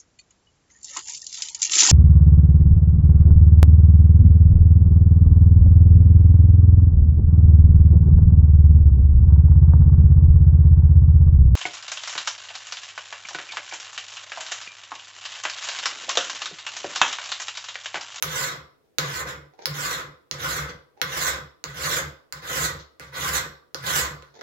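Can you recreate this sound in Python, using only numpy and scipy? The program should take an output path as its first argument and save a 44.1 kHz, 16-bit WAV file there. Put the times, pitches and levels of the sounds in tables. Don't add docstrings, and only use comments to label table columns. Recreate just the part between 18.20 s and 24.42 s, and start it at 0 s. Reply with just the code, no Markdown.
import sys
import numpy as np
from scipy import signal
from scipy.fft import rfft, irfft
from scipy.io import wavfile

SR = 44100
rng = np.random.default_rng(int(sys.argv[2]) if len(sys.argv) > 2 else 0)


def log_audio(samples):
    frames = np.atleast_2d(samples).T
    limited = np.clip(frames, -1, 1)
    pcm = np.round(limited * 32767).astype(np.int16)
    wavfile.write(sys.argv[1], SR, pcm)


N = 274302
T = np.arange(N) / SR

# f/Hz, density level/dB
FLOOR_SPECTRUM = [(25, -19.5), (70, -3.5), (150, -4), (220, -6), (450, 2), (1000, -18.5), (1600, -16.5),
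                  (3000, -22), (8000, -28.5), (16000, -27.5)]
# f/Hz, t/s
ROOM_DECAY = [(100, 1), (500, 0.66), (1500, 0.38), (4000, 0.41), (7000, 0.21), (12000, 0.32), (16000, .23)]
# f/Hz, width/Hz, level/dB
BENCH_MODES = [(70.3, 10, 6), (88, 24, -10.5), (115, 22, -3), (144.2, 13, 10), (173, 9.9, -13)]
# f/Hz, width/Hz, level/dB, left minus right level/dB
VISE_MODES = [(263, 46, -10.5, -4), (340, 51, -5, -1), (392, 43, -5, -2), (484, 54, -0.5, -1.5),
              (542, 28.8, 2.5, 0), (587, 160, -10, 2.5)]
# f/Hz, width/Hz, level/dB, left minus right level/dB
BLOCK_MODES = [(1035.5, 53.5, 1.5, -5.5), (1125, 69, -3.5, 6), (1152, 29, 4, 4), (1197, 29, 2.5, -14),
               (1289, 48, -2, 10.5), (1408, 63, 2.5, -1.5), (1508, 140, 3, -3), (1567.7, 9.9, 6, -1.5),
               (1660, 20, -3.5, -1), (1740, 18, -2, 12.5), (1812, 54, -4, 0.5), (1865, 65, -5.5, 1),
               (1938, 86, 0.5, -11), (2045, 150, -3.5, 16.5), (2153, 42, -2, 0.5), (2500, 140, -11.5, 10.5),
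               (3394, 39, -9.5, 8.5)]
# t/s, Gaussian sigma/s,
# hollow swish level/dB, rustle level/dB
RUBS = [(0.66, 0.03, -76.5, -84), (1.341, 0.005, -52.5, -67), (1.391, 0.0037, -41, -65),
        (1.417, 0.014, -43, -48.5), (2.789, 0.017, -49, -68), (4.605, .01, -68, -46),
        (6.152, 0.009, -52, -58), (6.21, 0.025, -42, -53)]
# f/Hz, density level/dB
SWISH_SPECTRUM = [(150, -27.5), (450, 0), (620, -10.5), (720, 1.5), (900, -2.5), (1100, -21), (2500, -20),
                  (8000, -51)]
# t/s, crack level/dB, knock in the block level/dB, treble tilt level/dB,
# ring of the file f/Hz, its level/dB, skid level/dB, judder level/dB
LANDINGS = [(0.0249, 2.5, -2.5, -2.5, 11820, -5.5, -34.5, -38.5),
            (0.7848, 2.5, 1, -8, 4350, -25, -32, -37.5), (1.4568, -2, -10, 2.5, 5270, -2, -37, -39.5),
            (2.1125, -8.5, -3, -8.5, 4380, -13.5, -39.5, -41),
            (2.8161, 0, -0.5, -2, 5380, -9.5, -38.5, -43), (3.4405, -12, -9, -10.5, 6900, -17, -39, -44),
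            (4.1247, -11.5, -8, 1, 6860, -34, -45.5, -51.5),
            (4.7974, -23.5, -8.5, -3, 2010, -51, -45, -51.5),
            (5.546, -11, -7, -9.5, 5280, -26.5, -45, -43.5), (6.024, -30, -21, -19, 7300, -49, -60, -69),
            (6.2115, -30, -15, -5, 4460, -44, -57.5, -66)]
# f/Hz, density level/dB
CRACK_SPECTRUM = [(200, -18.5), (700, -17), (1300, -11), (2050, -4), (2900, -5.5), (4300, -2), (5300, -3),
                  (6100, -3.5), (7200, -4), (8600, -20.5), (9600, -17), (12000, -5.5), (14400, -19),
                  (15500, -9.5)]
# start t/s, speeding up t/s, full speed t/s, slowing t/s (before overrun),
# drag on the block level/dB, bite of the teeth level/dB, hiss of the chips level/dB, bench rumble level/dB
PUSHES = [(0.08, 0.099, 0.063, 0.17, -30, -32.5, -38, -41), (0.84, 0.11, 0.068, 0.18, -30, -39, -41, -38.5),
          (1.52, 0.1, 0.1, .16, -29.5, -35, -39, -40), (2.18, 0.079, 0.098, 0.17, -28.5, -36, -37.5, -36.5),
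          (2.87, 0.16, 0.049, 0.13, -27.5, -31, -35, -38), (3.53, 0.16, 0.083, 0.088, -28.5, -32, -36, -37),
          (4.215, .18, 0.061, 0.096, -28, -31.5, -35, -36), (4.92, .16, 0.091, 0.096, -27.5, -33, -35, -38),
          (5.62, 0.13, 0.041, 0.14, -25.5, -27.5, -29.5, -36)]
# t/s, Gaussian sigma/s, change of pressure level/dB
PRESSES = [(1.044, 0.015, -12.5), (1.101, 0.016, 2), (2.496, 0.011, 5), (4.435, 0.01, 1),
           (5.112, 0.012, -1.5), (5.155, 0.017, 1.5)]
# f/Hz, density level/dB
SCRAPE_SPECTRUM = [(200, -28.5), (280, -12.5), (500, -10.5), (700, -3), (950, -6), (1500, 3.5),
                   (2050, -5.5), (2400, -16.5), (2800, -1.5), (3700, 4), (4700, -1), (5600, 0), (6800, -2),
                   (8500, -38)]
BITE_SPECTRUM = [(3000, -38.5), (5200, -18.5), (6100, -7), (6900, -1), (7550, -2), (8000, -7.5),
                 (8600, -24), (11000, -30.5)]
HISS_SPECTRUM = [(5000, -26), (8600, -10), (9400, 0.5), (10300, 1), (11700, 1.5), (13300, -0.5),
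                 (14400, -6), (14900, -6), (15400, 5), (15750, -3), (16200, -21.5)]

FLOOR_DB = -67.5
LEFT_LAG_S = 0.000443
CUTOFF_HZ = 16000
BITE_FOLLOWS, HISS_FOLLOWS = 5.7, 3.7
SKID_RISE_S, SKID_HOLD_S, SKID_FADE_S = 0.01, 0.042, 0.036
SKID_BITE_DB, SKID_HISS_DB, SKID_RUMBLE_DB = -15.5, -20.5, -4
ROCKING_DB, ROCKING_DB_PER_S, ROCKING_MOST_DB = -0.5, 2.5, 6.5
JUDDER_HZ, JUDDER_WANDER_HZ = 145.6, 7
JUDDER_RISE_S, JUDDER_HOLD_S, JUDDER_FADE_S = 0.06, 0.025, 0.081


def from_db(db):
    return 10 ** (np.asarray(db) / 20)


def rms_one(x):
    return x / np.sqrt(np.mean(x ** 2) + 1e-20)


def at_hz(points, hz):
    known, values = np.transpose(points)
    return np.interp(np.log(np.maximum(hz, 1)), np.log(known), values)


def pan(db):
    return rms_one(from_db(np.array([[db], [-db]]) / 2))


def convolve(x, response):
    return signal.oaconvolve(np.atleast_2d(x), np.atleast_2d(response), axes=1)[:, :np.shape(x)[-1]]


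def colour(x, spectrum, size=2048):
    hz = np.fft.rfftfreq(size, 1 / SR)
    cepstrum = irfft(np.log(from_db(at_hz(spectrum, hz))))
    cepstrum[1:size // 2] *= 2
    cepstrum[size // 2 + 1:] = 0
    response = irfft(np.exp(rfft(cepstrum)))
    return convolve(x, response / np.linalg.norm(response))[0]


def resonate(x, hz, width):
    r = np.exp(-np.pi * width / SR)
    numerator = np.array([1, 0, -1]) * (1 - r * r) / 2
    denominator = [1, -2 * r * np.cos(2 * np.pi * hz / SR), r * r]
    return signal.lfilter(numerator, denominator, x + 1e-18)


def modes_rms(modes):
    return np.sqrt(sum(np.pi * width / SR * from_db(db) ** 2 for hz, width, db, *_ in modes))


def drift(per_s):
    return rms_one(np.interp(T * per_s, np.arange(8192), rng.standard_normal(8192)))


def bump(s, sigma):
    return np.exp(-np.minimum(((T - s) / sigma) ** 2 / 2, 20))


def after_landing(s, rise_s, hold_s, fade_s):
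    attack = np.clip((T - s) / rise_s, 0, 1)
    return attack * np.exp(-np.clip((T - s - rise_s - hold_s) / fade_s, 0, 20))


def chips(per_s, spread_db):
    sizes = from_db(spread_db * np.minimum(rng.exponential(1, N), 5))
    signs = rng.choice([-1, 1], N)
    return rms_one(sizes * signs * (rng.random(N) < per_s / SR))


def noise_floor():
    sides = rng.standard_normal((2, N))
    return from_db(FLOOR_DB) * np.array([colour(side, FLOOR_SPECTRUM) for side in sides])


def workshop(first_echo_s, early_db, early_s, size=24000):
    t, hz = T[:size], np.fft.rfftfreq(size, 1 / SR)
    white = rfft(rng.standard_normal((2, size)))
    onset = np.clip(t / first_echo_s - 1, 0, 1)
    early = 1 + from_db(early_db) * np.exp(-t / early_s)
    edges = np.r_[0, np.geomspace(250, 16000, 13), SR]
    out = 0
    for low, high in zip(edges, edges[1:]):
        inside = (hz >= low) & (hz < high)
        tail = from_db(-60 * t / at_hz(ROOM_DECAY, low))
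        band = irfft(white * inside, size) * tail * early * onset
        out = out + band * np.sqrt(inside.mean() / np.sum(band ** 2, axis=1, keepdims=True))
    return out


def echoes(feed, shifts_per_s, count=4):
    weights = np.array([drift(shifts_per_s) for path in range(count)])
    weights /= np.linalg.norm(weights, axis=0)
    out = 0
    for weight in weights:
        path = workshop(first_echo_s=0.0011, early_db=3.5, early_s=0.018)
        out = out + convolve(feed * weight, path)
    return out


def left_late(x):
    left, right = np.broadcast_to(x, (2, N))
    return np.array([np.interp(T - LEFT_LAG_S, T, left), right])


def heard(x, direct_db, direct_pan_db, room_pan_db):
    gain = from_db(direct_db)
    direct = gain * left_late(x) * pan(direct_pan_db)
    feed = x * pan(room_pan_db)
    return np.array([direct, feed]) / np.hypot(gain, 1)


def bench(force, low_hz, high_hz):
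    rocked = force * from_db(np.minimum(ROCKING_DB + ROCKING_DB_PER_S * T, ROCKING_MOST_DB))
    boom = 0
    for hz, width, db in BENCH_MODES:
        drive = rocked if hz < 100 else force
        boom = boom + from_db(db) * resonate(drive, hz, width)
    band = signal.butter(2, [low_hz, high_hz], "band", fs=SR, output="sos")
    return signal.sosfilt(band, boom / modes_rms(BENCH_MODES))


def judder():
    level = sum(from_db(db) * after_landing(s, JUDDER_RISE_S, JUDDER_HOLD_S, JUDDER_FADE_S)
                for s, *_, db in LANDINGS)
    hz = JUDDER_HZ + JUDDER_WANDER_HZ * drift(30)
    hum = rms_one(np.sin(2 * np.pi * np.cumsum(hz) / SR))
    return level * from_db(2 * drift(25)) * hum


def ring(force, modes):
    out = np.zeros((2, N))
    for k, (hz, width, db, side) in enumerate(modes):
        out += (-1) ** k * from_db(db) * pan(side) * resonate(force, hz, width)
    return out / modes_rms(modes)


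def rubs():
    swish, rustle = np.zeros(N), np.zeros(N)
    for s, sigma, swish_db, rustle_db in RUBS:
        touch = bump(s, sigma)
        swish += from_db(swish_db) * touch
        rustle += from_db(rustle_db) * touch
    grit = chips(per_s=6200, spread_db=12)
    return swish * colour(grit, SWISH_SPECTRUM) + rustle * colour(grit, SCRAPE_SPECTRUM)


def clacks(contact_s, ring_width_hz, ring_db, chatter_db, chatter_s, size=4096):
    sound, blow, t = np.zeros(N + size), np.zeros(N + size), T[:size]
    contact = np.exp(-t / contact_s)
    chatter = from_db(chatter_db) * np.exp(-t / chatter_s)
    damping = np.exp(-np.pi * ring_width_hz * t) * (1 - contact)
    for s, db, knock_db, bright_db, hz, file_db, *_ in LANDINGS:
        at = round(s * SR)
        force = rng.standard_normal(size) * (contact + chatter)
        force[0] += 4
        force /= np.linalg.norm(force)
        tilted = [(f, level + bright_db * np.clip(np.log2(f / 5000), 0, 1)) for f, level in CRACK_SPECTRUM]
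        file_ring = np.sin(2 * np.pi * hz * t) * damping
        sound[at:at + size] += from_db(db) * colour(force, tilted)
        sound[at:at + size] += from_db(file_db + ring_db) * file_ring
        blow[at:at + size] += from_db(knock_db) * force
    return sound[:N], blow[:N]


def pushes(levels_db, rise_power, fall_power, overrun_s):
    gain = np.zeros(N)
    for (start, rise, hold, fall, *_), db in zip(PUSHES, levels_db):
        speeding = np.clip((T - start) / rise, 0, 1)
        slowing = np.clip(1 - (T - start - rise - hold) / (fall + overrun_s), 0, 1)
        gain += from_db(db) * speeding ** rise_power * slowing ** fall_power
    return gain


def pressure():
    return from_db(sum(db * bump(s, sigma) for s, sigma, db in PRESSES))


def filing():
    drag_db, bite_db, hiss_db, rumble_db = np.transpose(PUSHES)[4:]
    skid = sum(from_db(db) * after_landing(s, SKID_RISE_S, SKID_HOLD_S, SKID_FADE_S)
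               for s, *_, db, judder_db in LANDINGS)
    press = pressure()
    drag = press * pushes(drag_db, rise_power=0.5, fall_power=1.6, overrun_s=0.031)
    bite = press ** BITE_FOLLOWS * pushes(bite_db, rise_power=1.32, fall_power=3.45, overrun_s=0.0059)
    hiss = press ** HISS_FOLLOWS * pushes(hiss_db, rise_power=0.99, fall_power=3.4, overrun_s=0.005)
    rumble = pushes(rumble_db, rise_power=0.55, fall_power=0.73, overrun_s=0.089)
    gains = np.array([np.hypot(drag, skid),
                      np.hypot(bite, from_db(SKID_BITE_DB) * skid),
                      np.hypot(hiss, from_db(SKID_HISS_DB) * skid),
                      np.hypot(rumble, from_db(SKID_RUMBLE_DB) * skid)])
    return 20 * np.log10(gains + 1e-6)


def along_file(force, drag_db, near_s, growth_s, echo):
    pushing = drag_db > -50
    pushed_s = T - np.maximum.accumulate(np.where(pushing, 0, T))
    delay_s = near_s + growth_s * pushed_s
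    return rms_one(force + echo * np.interp(T - delay_s, T, force))


def cutting(drag_db):
    catch = rms_one(from_db(1.46 * drift(420) + 1.2 * drift(90)))
    coarse = catch * chips(per_s=5000, spread_db=3.5)
    fine = catch * chips(per_s=9000, spread_db=2.0)
    return coarse, along_file(fine, drag_db, near_s=0.0002, growth_s=0.0012, echo=0.5)


def contact(fine, drag_db, bite_db, hiss_db):
    scrape_db = 0.58 * drag_db + 0.42 * bite_db + 0.23 + 2 * drift(70)
    scrape = from_db(scrape_db) * colour(fine, SCRAPE_SPECTRUM)
    bite = from_db(bite_db + 1.2 + 1.4 * drift(110)) * colour(fine, BITE_SPECTRUM)
    hiss = from_db(hiss_db - 0.13) * colour(fine, HISS_SPECTRUM)
    return scrape, bite, hiss


def scene():
    drag_db, bite_db, hiss_db, rumble_db = filing()
    coarse, fine = cutting(drag_db)
    scrape, bite, hiss = contact(fine, drag_db, bite_db, hiss_db)
    crack, blow = clacks(contact_s=0.00045, ring_width_hz=850, ring_db=1, chatter_db=-29.5, chatter_s=0.00668)
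    block = ring(from_db(drag_db + 2.68) * coarse + from_db(5.0) * blow, BLOCK_MODES)
    vise_drive = from_db(drag_db - 16) + from_db(rumble_db - 3.5)
    vise = ring(vise_drive * coarse + from_db(-1.0) * blow, VISE_MODES)
    bench_force = from_db(rumble_db - 3.5) * chips(per_s=2500, spread_db=1.0) + from_db(-20) * blow
    boom = bench(bench_force, low_hz=69, high_hz=177) + judder()
    direct, feed = (heard(rubs(), direct_db=-3.0, direct_pan_db=-14, room_pan_db=6.5)
                    + heard(from_db(8) * crack, direct_db=4.0, direct_pan_db=-15.5, room_pan_db=1)
                    + heard(block, direct_db=-3.0, direct_pan_db=2.5, room_pan_db=2.0)
                    + heard(scrape, direct_db=-1, direct_pan_db=-10, room_pan_db=-1.5)
                    + heard(bite, direct_db=-6, direct_pan_db=-22.5, room_pan_db=-6.5)
                    + heard(hiss, direct_db=2.0, direct_pan_db=-19, room_pan_db=-4))
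    near = boom * pan(-0.6) + from_db(-1.36) * vise
    feed = feed + from_db(-24.0) * boom + from_db(-9) * vise
    return direct + near + echoes(feed, shifts_per_s=35) + noise_floor()


def record(dry):
    low_pass = signal.ellip(10, 0.1, 80, CUTOFF_HZ, fs=SR, output="sos")
    return signal.sosfilt(low_pass, np.clip(dry, -1, 1))


dry = scene()
out = record(dry)
log_audio(out)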